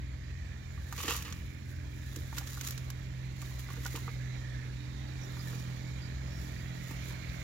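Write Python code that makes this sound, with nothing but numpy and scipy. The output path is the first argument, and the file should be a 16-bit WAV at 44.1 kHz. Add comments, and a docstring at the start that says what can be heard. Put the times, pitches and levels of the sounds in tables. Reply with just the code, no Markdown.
"""Dry soil on a wooden sieve

Outdoors, handfuls of dry soil are scooped from a heap and dropped on a sieve. Clods knock on the frame,
grit trickles, crumbs burst, and the mesh drums under the first big handful. Off to the right a diesel
machine throbs, clatters and hisses all along, slowly growing louder, with a few faint squeaks."""
import sys
import numpy as np
from scipy import signal
from scipy.fft import rfft, irfft, next_fast_len
from scipy.io import wavfile
from scipy.ndimage import uniform_filter1d

SR = 44100
rng = np.random.default_rng(int(sys.argv[2]) if len(sys.argv) > 2 else 0)


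def log_audio(samples):
    """Write samples as a 16-bit WAV file to the path given in sys.argv[1]."""
    # one column per channel
    frames = np.atleast_2d(samples).T
    # limit to full scale, then quantise
    limited = np.clip(frames, -1, 1)
    pcm = np.round(limited * 32767).astype(np.int16)
    wavfile.write(sys.argv[1], SR, pcm)


N = 327663
TIME = np.arange(N) / SR


def gain_of(db):
    """Turns decibels into a number to multiply a sound by."""
    return 10 ** (np.asarray(db) / 20)


def evened(x):
    """Scales a signal so that its average size (rms) is 1."""
    return x / np.sqrt(np.mean(x ** 2) + 1e-20)


def curves(rows):
    """Joins a table's rows into curves over time, one for each column after the first."""
    times, *columns = np.transpose(rows)
    return [np.interp(TIME, times, column) for column in columns]


def db_at(points, hz):
    """Looks up a level between the frequencies that a table lists."""
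    listed_hz, db = np.transpose(points)
    return np.interp(np.log(hz + 1), np.log(listed_hz + 1), db)


def filtered(x, response):
    """Multiplies each frequency in a sound by response(hz)."""
    size = next_fast_len(N + 4096, True)
    return irfft(rfft(x, size) * response(np.fft.rfftfreq(size, 1 / SR)), size)[..., :N]


def coloured(x, points):
    """Shapes a sound's bass and treble from a table, then evens its size."""
    return evened(filtered(x, lambda hz: gain_of(db_at(points, hz))))


def drift(rate_hz):
    """A smooth random wobble, mostly slower than rate_hz."""
    hz = np.fft.rfftfreq(8192, 1 / 1024)
    slow = irfft(rfft(rng.standard_normal(8192)) / (1 + (hz / rate_hz) ** 4))
    return evened(np.interp(TIME * 1024, np.arange(len(slow)), slow))


def add(mix, start, sound):
    """Mixes a sound in at a start time in seconds."""
    part = mix[max(round(start * SR), 0):][:len(sound)]
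    part += sound[:len(part)]


def noise_pair(alike):
    """Left and right white noise, from unrelated (0) to the same (1)."""
    shared, own = rng.standard_normal((2, N))
    return np.array([alike * shared + np.sqrt(1 - alike ** 2) * own, shared])


def patchy(x, depth_db):
    """Moving air and shifting load make narrow bands of a sound swell and fade."""
    bands = signal.stft(x, nperseg=1024)[2]
    patches = uniform_filter1d(rng.standard_normal(bands.shape[1:]), size=4, axis=0)
    patches = evened(uniform_filter1d(patches, size=12, axis=1))
    return evened(signal.istft(bands * gain_of(depth_db * patches))[1][:, :N])


def placed(x, side, left_late_ms):
    """Of two microphone openings, the far one is shaded and hears the sound later."""
    def response(hz):
        left = gain_of(db_at(side, hz) / 2) * np.exp(-1j * np.pi * hz * left_late_ms / 1000)
        pair = np.array([left, 1 / left])
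        return pair / np.sqrt(np.mean(abs(pair) ** 2, 0))
    return filtered(x, response)


# The exhaust's tones. Each row: time in seconds, then relative levels in dB of the low throb,
# of the tones at 2, 3 and 4 times the firing rate, and of the overtones.
EXHAUST_LEVELS = [(0, -44.5, -44.5, -46.5, -60, -64), (.45, -48.5, -44.5, -50, -58.5, -65),
                  (.9, -44.5, -46, -47, -59, -65), (1.35, -61, -42.5, -49.5, -57, -57),
                  (1.95, -44, -44, -45, -67, -57), (2.4, -50, -55, -45.5, -63, -58.5),
                  (3.1, -47, -49, -41, -58, -63), (3.45, -44, -58, -43.5, -58, -61.5),
                  (3.9, -43.5, -57, -41.5, -59, -57), (4.3, -46, -58, -38, -60, -58.5),
                  (4.95, -45.5, -59, -43, -64, -53.5), (5.5, -53, -62, -40, -50.5, -54),
                  (6.1, -47, -64, -41.5, -52, -55), (6.55, -45, -48, -43.5, -53, -55),
                  (6.8, -50, -63, -41.5, -50, -55.5), (7.43, -42.5, -51, -45, -50.5, -57.5)]
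# Its overtones. Each row: multiple of the firing rate, relative level in dB.
EXHAUST_OVERTONES = [(5, -4), (6, -8), (7, -4), (9, -16)]

def exhaust(firings):
    """The engine's firing makes low tones that waver in the outdoor air."""
    def tone(multiple, waver):
        fading = (1 + waver * (drift(6.4) + 1j * drift(12.4))) / np.sqrt(1 + 2 * waver ** 2)
        return np.sqrt(2) * (fading * np.exp(2j * np.pi * multiple * firings)).real
    throb_db, second_db, third_db, fourth_db, overtones_db = curves(EXHAUST_LEVELS)
    throb = gain_of(throb_db - 2.5) * tone(1.5, waver=0.34)  # uneven cylinders add this in-between tone
    drone = gain_of(second_db - 3.5) * tone(2, waver=0.3)
    drone += gain_of(third_db) * tone(3, waver=0.097)
    drone += gain_of(fourth_db + 0.5) * tone(4, waver=0.18)
    overtones = sum(gain_of(db) * tone(multiple, waver=0.19) for multiple, db in EXHAUST_OVERTONES)
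    return throb + drone + gain_of(overtones_db) * overtones


# The rumble's tone colour. Each row: frequency in Hz, relative level in dB.
RUMBLE_COLOUR = [(15, -32), (28, -17), (43, -5), (70, 4.5), (100, -3.5), (150, -10.5), (220, -13.5),
                 (320, -18), (480, -26.5), (900, -61)]

def rumble():
    """The engine's deep, steady noise."""
    return gain_of(-46) * coloured(noise_pair(0.91), RUMBLE_COLOUR)


# How hard the machine works. Each row: time in seconds, effort in dB, clatter level in dB.
EFFORT = [(0, -6, -59.5), (.5, -5.5, -57.5), (1.05, -5, -56), (1.7, -7, -58.5), (2.3, -3.5, -57),
          (3.1, -4, -57), (4.3, -1, -54.5), (4.95, -2.3, -57), (5.45, 1, -55.5), (6.1, -0.5, -55),
          (6.55, -0.5, -55), (7, .5, -50.5), (7.43, 1, -51)]
# Tone colours of three engine noises. Each row: frequency in Hz, relative level in dB.
ROAR_COLOUR = [(200, -5), (380, 2.5), (490, 0), (590, 4), (740, -1), (1050, -1), (1400, -2.5),
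               (1700, -14.5), (3000, -29)]
CLATTER_COLOUR = [(1000, -18.5), (1550, -6), (1720, -0.5), (2050, -2.5), (2380, -1), (2600, -8),
                  (4000, -22), (9000, -41)]
HISS_COLOUR = [(1200, -6), (2500, -2), (3200, 0.5), (3900, 5), (4900, -1), (7100, -2), (8300, -8),
               (12500, -12.5), (16000, -30)]

def working_noise(pulse):
    """The roar and the fan's hiss grow with effort, while the clatter pulses with the firing."""
    effort_db, clatter_db = curves(EFFORT)
    roar = gain_of(-56.5 + 0.92 * effort_db + 1.2 * drift(9.8))
    roar = roar * patchy(coloured(noise_pair(0.48), ROAR_COLOUR), depth_db=1.5)
    clatter = gain_of(clatter_db + 1.14 * drift(20))
    clatter = clatter * patchy(coloured(noise_pair(0.71), CLATTER_COLOUR), depth_db=2)
    hiss = gain_of(-54.5 + 0.96 * effort_db + 0.62 * drift(38))
    hiss = hiss * patchy(coloured(noise_pair(0.16), HISS_COLOUR), depth_db=2.5)
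    return roar + pulse * clatter + hiss


# The machine's whine. Each row: time in seconds, pitch in Hz, level in dB.
WHINE_PATH = [(0, 2024, -70), (.3, 1885, -62), (.7, 1718, -69), (2.8, 1763, -67.5), (3.3, 1990, -66),
              (4.25, 2082, -59), (4.56, 1760, -54), (4.95, 1764, -72), (5.42, 1810, -58), (5.9, 1810, -70),
              (6.8, 1928, -57), (7.05, 2245, -61), (7.43, 2143, -55)]

def whine(half_width_hz=105, wander_hz=60):
    """A narrow, rough ringing that slides about as the machine's load shifts."""
    pitch, db = curves(WHINE_PATH)
    pitch = pitch + wander_hz * drift(20)
    noises = np.array([noise_pair(0.7), noise_pair(0.72)])
    low = filtered(noises, lambda hz: 1 / (1 + (hz / half_width_hz) ** 4))
    lifted = (low[0] + 1j * low[1]) * np.exp(2j * np.pi * np.cumsum(pitch) / SR)  # moved up to the pitch
    return gain_of(db) * evened(lifted.real)


# Faint, far squeaks. 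Each row: start in seconds, length in seconds, pitch in Hz, level in dB.
SQUEAKS = [(0.65, 0.12, 6970, -64), (4.3, 0.12, 5750, -65), (5.191, .08, 5930, -55),
           (5.213, 0.045, 5450, -57), (5.38, 0.043, 4900, -53), (5.569, .04, 5550, -56),
           (5.998, 0.091, 4780, -53), (6.287, 0.15, 5450, -58), (6.539, .09, 4720, -60)]

def squeaks(width_hz=130):
    """Noise ringing at one pitch makes thin, fuzzy tones that swell and fade."""
    t, out = np.arange(SR // 4) / SR, np.zeros(N)
    for start, length, hz, db in SQUEAKS:
        pole = np.exp(-np.pi * width_hz / SR) * np.exp(2j * np.pi * hz / SR)
        tone = evened(signal.lfilter([1], np.poly([pole, pole]), rng.standard_normal(len(t))).real)
        swell = np.sin(np.pi * np.minimum(t / length, 1))
        add(out, start, gain_of(db) * swell * tone)
    return out


# The engine's speed. Each row: time in seconds, firings per second.
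ENGINE_SPEED = [(0.0, 43.2), (0.04, 42.4), (1.63, 42.6), (1.74, 42.3), (2.05, 42.7), (2.98, 42.5),
                (3.43, 42.9), (3.5, 42), (4.16, 42.3), (4.35, 42), (4.84, 42), (5.03, 43.6), (5.48, 41.9),
                (5.81, 42.2), (6.1, 43.0), (6.23, 43.4), (6.46, 42.7), (7.43, 42)]

def machine():
    """The whole diesel machine: its firing sets the exhaust's pitch and the clatter's and whine's beat."""
    firings = np.cumsum(curves(ENGINE_SPEED)[0]) / SR
    angle = 2 * np.pi * firings
    pulse = 1 + 0.19 * np.cos(2 * angle) + 0.09 * np.cos(angle) + 0.11 * np.cos(2 / 3 * angle)
    return rumble() + working_noise(pulse) + exhaust(firings) + pulse * whine() + squeaks()


# Clods hitting the frame. Each row: start in seconds, relative level in dB, pitch of the spot in Hz.
FRAME_KNOCKS = [(.777, -46.5, 1170), (.925, -36, 1184), (1.003, -37, 1130), (1.106, -30.5, 1165),
                (1.147, -36.5, 1180), (1.278, -46, 1270), (2.327, -40, 903), (2.378, -36.5, 1430),
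                (2.412, -44, 800), (2.573, -40, 1420), (2.902, -49.5, 1100), (3.423, -44, 1160),
                (3.51, -50, 1020), (3.686, -44, 1440), (3.702, -40, 1110), (3.766, -47.5, 917),
                (3.856, -31.5, 1470), (3.973, -40, 1050), (4.079, -34, 1245), (5.367, -45, 1160),
                (5.394, -51, 1210), (5.53, -45, 1700), (6.909, -43.5, 910)]
# The frame's own tones. Each row: pitch in Hz, relative level in dB, seconds to fade by 60 dB.
FRAME_TONES = [(460, -24, 0.073), (800, -8.5, 0.067), (947, -4, 0.049), (1160, 2, 0.03), (1426, -2, 0.039),
               (1535, -5.5, 0.026), (1810, -2, .025), (2500, -16, .02), (2920, -11, 0.022)]

def knocks(pieces_per_s=600):
    """A clod rings the spot that it hits and, through its crumbling pieces, the whole wooden frame."""
    t, out = np.arange(SR // 8) / SR, np.zeros(N)
    for start, db, spot_hz in FRAME_KNOCKS:
        ring = np.zeros(len(t))
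        for hz, level, fade in FRAME_TONES:
            octaves_away = abs(np.log2(hz / spot_hz))
            tone = np.sin(2 * np.pi * (hz * t + rng.random()))
            ring += gain_of(level - 60 * t / fade - 1.9 * octaves_away) * tone
        hits = 0.32 * rng.standard_normal(len(t)) * np.exp(-t / 0.0063)
        hits *= rng.random(len(t)) < pieces_per_s / SR
        hits[0] = 1  # the clod itself lands first
        spot = 1.4 * np.sin(2 * np.pi * spot_hz * t) * np.exp(-t / 0.0079)
        knock = (spot + signal.fftconvolve(hits, ring)[:len(t)]) * (1 - np.exp(-t / 0.00037))
        opening_size = np.sqrt(np.mean(knock[:SR // 150] ** 2))
        add(out, start, gain_of(db - 6.5) * knock / opening_size)
    return out


def grains(per_s, spread_db, scatter, spots=9):
    """Tiny hits of uneven size land on a few spots, each with its own close echoes."""
    sizes = gain_of(spread_db * np.minimum(rng.exponential(1, N), 4)) * rng.choice([-1, 1], N)
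    clicks = sizes * (rng.random(N) < per_s / SR)
    lands_on = rng.integers(0, spots, N)
    t, out = np.arange(256) / SR, np.zeros((2, N))
    for spot in range(spots):
        echo = rng.standard_normal((2, len(t))) * np.exp(-t / 0.00087)
        echo *= scatter / np.linalg.norm(echo, axis=1, keepdims=True)
        echo[:, 0] += 1  # the direct click
        out += signal.oaconvolve((clicks * (lands_on == spot))[None], echo, axes=1)[:, :N]
    return evened(out)


# The tone colour of all the grit. Each row: frequency in Hz, relative level in dB.
GRIT_COLOUR = [(150, -18), (400, 1), (700, -17), (1100, 2), (1700, 4), (2300, -0.5), (3000, 1.5), (5000, 2),
               (7000, 2.5), (12000, 3), (16000, -3.5)]
# Grit spilling from the hands and the heap.
# Each row: fullest moment in seconds, level in dB, swell time in seconds, fade time in seconds.
GRIT_SPILLS = [(1.035, -39, 0.063, 0.029), (1.109, -33.5, 0.032, 0.052), (1.7, -58, .03, .06),
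               (2.15, -52, 0.14, .2), (2.38, -39, 0.02, 0.018), (2.52, -45, 0.061, 0.095),
               (2.67, -40, .04, .035), (3.45, -52, 0.061, 0.08), (3.6, -51, 0.051, 0.048),
               (3.94, -47.5, 0.19, 0.12), (5.49, -51, 0.16, 0.18), (6.42, -54, 0.083, 0.21),
               (6.91, -51, 0.095, 0.059), (7.09, -48.5, 0.051, .04), (7.4, -56, .15, 0.17)]

def trickle(dust_db=-15, dust_fade_s=0.23):
    """Thin, clumpy streams of grit: each spill swells, fades and leaves dust running."""
    power = np.zeros(N)
    for fullest, db, swell, fade in GRIT_SPILLS:
        before, after = np.maximum(fullest - TIME, 0), np.maximum(TIME - fullest, 0)
        grit = np.exp(-before / swell - after / fade)
        dust = gain_of(dust_db) * np.exp(-before / (3 * swell) - after / dust_fade_s)
        power += gain_of(db) ** 2 * (grit ** 2 + dust ** 2)
    flow = np.sqrt(power) * gain_of(1.5 * drift(39))
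    return flow * coloured(grains(per_s=3500, spread_db=3.5, scatter=2.8), GRIT_COLOUR)


# Crumbs bursting. Each row: start in seconds, relative level in dB, brightness in dB.
CRUMB_BURSTS = [(0.9252, -32, -12), (.9785, -32, -21), (1.0291, -34, -3.5), (1.08, -21.5, -22),
                (1.1638, -32, -5), (1.189, -34, -17), (1.223, -32, -10), (1.3248, -30.5, -19),
                (2.16, -32, -11), (2.3823, -26, -8.5), (2.4726, -31, -16), (2.611, -27.5, -10.5),
                (2.673, -29.5, -5), (2.685, -33, -8), (2.7074, -30.5, -5.5), (2.7218, -33, -24),
                (2.777, -30, -15), (2.902, -30.5, -13.5), (3.4168, -32.5, -11), (3.5923, -36.5, -9),
                (3.7017, -37.5, -15), (3.849, -32, -12), (3.862, -26.5, -16), (3.96, -31.5, -10)]

def bursts(rise_s=0.00059, fade_s=0.0049):
    """Each crumb shatters into a short shower; fine dust makes it brighter than coarse grit."""
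    t, coarse, fine = np.arange(SR // 6) / SR, np.zeros(N), np.zeros(N)
    for start, db, bright_db in CRUMB_BURSTS:
        shower = gain_of(db) * (1 - np.exp(-t / rise_s)) * np.exp(-t / fade_s)
        add(coarse, start, shower)
        add(fine, start, shower * gain_of(bright_db))
    grit = coloured(grains(per_s=9000, spread_db=3.5, scatter=2.0), GRIT_COLOUR)
    dust = filtered(grit, lambda hz: 1 / (1 + (7500 / (hz + 1)) ** 6))  # only the high treble
    return gain_of(-2.5) * coarse * (grit - dust) + gain_of(7) * fine * dust


# Soil landing on the mesh. Each row: start in seconds, level in dB, fade time in seconds.
SOIL_LANDINGS = [(.978, -43.5, 0.095), (1.03, -38.5, 0.04), (1.079, -32.5, 0.058), (1.248, -45.5, 0.075),
                 (2.365, -49, 0.047), (2.6, -54, 0.14), (3.68, -57, .15), (3.953, -38, .014),
                 (5.5, -59, .1), (6.89, -58, .12)]
# Where the loaded sieve rings. 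Each row: pitch in Hz, width in Hz, relative level in dB.
SIEVE_RINGS = [(320, 80, -2), (485, 37, 3), (876, 120, -3.5), (1160, 156, 3.5), (1880, 160, -0.5),
               (2780, 540, 1.5), (3900, 2900, -8), (6200, 3000, -11)]

def pour(rise_s=0.0016, spray_db=-9):
    """A dense fall of grains drums on the mesh and frame, and throws up a spray of coarse grit."""
    def sieve(hz):
        return np.sqrt(sum(gain_of(2 * db) / (1 + ((hz - pitch) / width * 1.36) ** 2) ** 2
                           for pitch, width, db in SIEVE_RINGS))
    t, power = np.arange(SR) / SR, np.zeros(N)
    for start, db, fade in SOIL_LANDINGS:
        landing = gain_of(db) * (1 - np.exp(-t / rise_s)) * np.exp(-t / fade)
        add(power, start, landing ** 2)
    drumming = evened(filtered(grains(per_s=1800, spread_db=2.5, scatter=0.48), sieve))
    grit = coloured(grains(per_s=4200, spread_db=3.3, scatter=2.2), GRIT_COLOUR)
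    spray = filtered(grit, lambda hz: 1 / (1 + (hz / 7000) ** 6))  # without the high treble
    return np.sqrt(power) * (drumming + gain_of(spray_db) * spray)


# Soft lumps landing on the mesh. Each row: start in seconds, relative level in dB, pitch in Hz.
LUMP_THUDS = [(1.039, -34, 348), (1.054, -35, 277), (1.084, -30, 463), (1.12, -42, 460), (2.167, -38, 304),
              (3.702, -45, 452), (3.773, -41.5, 465), (3.942, -34.5, 320), (4.08, -42, 460),
              (5.534, -43, 457), (6.907, -39, 272)]
# The mesh's low tones. Each row: pitch in Hz, relative level in dB, seconds to fade by 60 dB.
MESH_TONES = [(301, -5.5, 0.084), (351, -8, 0.08), (460.4, -8.5, 0.11), (515, -5.5, 0.039)]

def thuds():
    """A soft lump gives a short, low bump where it lands and sets the mesh swaying briefly."""
    t, out = np.arange(SR // 8) / SR, np.zeros(N)
    for start, db, pitch in LUMP_THUDS:
        bump = np.sin(2 * np.pi * pitch * t) * np.exp(-t / 0.0096)
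        sway = sum(gain_of(level - 60 * t / fade) * np.sin(2 * np.pi * (hz * t + rng.random()))
                   for hz, level, fade in MESH_TONES)
        add(out, start, gain_of(db - 3) * (bump + sway) * (1 - np.exp(-t / 0.0017)))
    return out


# Which side each source is heard on. Each row: frequency in Hz, left level minus right level in dB.
MACHINE_SIDE = [(60, 0.5), (130, -3), (450, -4), (620, -5), (1100, -5.5), (2300, -10), (3200, -14.5),
                (4200, -12.5), (6000, -17.5), (7100, -22), (8200, -35), (12000, -9), (14000, -4)]
SOIL_SIDE = [(300, -2), (1900, -4), (3000, -5.5), (6000, -5), (7100, -8), (8000, -1.5), (12000, 2.5),
             (14000, 6)]

def scene():
    """Soil close in front, the machine off to the right."""
    soil = knocks() + trickle() + bursts() + pour() + thuds()
    return placed(soil, SOIL_SIDE, left_late_ms=-0.06) + placed(machine(), MACHINE_SIDE, left_late_ms=0.54)


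# How the microphone openings colour the sound. Each row: frequency in Hz, boost or cut in dB.
MICROPHONE_COLOUR = [(6000, 0), (7200, 1.5), (8100, -7.5), (9300, -9.5), (11200, -3), (16000, 1)]

def record(dry, top_hz=15950):
    """The microphone openings dull a band of the treble, and the very highest sounds are cut off."""
    heard = filtered(dry, lambda hz: gain_of(db_at(MICROPHONE_COLOUR, hz)))
    top_cut = signal.firwin(511, top_hz, window=("kaiser", 9), fs=SR)
    return signal.oaconvolve(heard, top_cut[None], "same")


dry = scene()
out = record(dry)
log_audio(out)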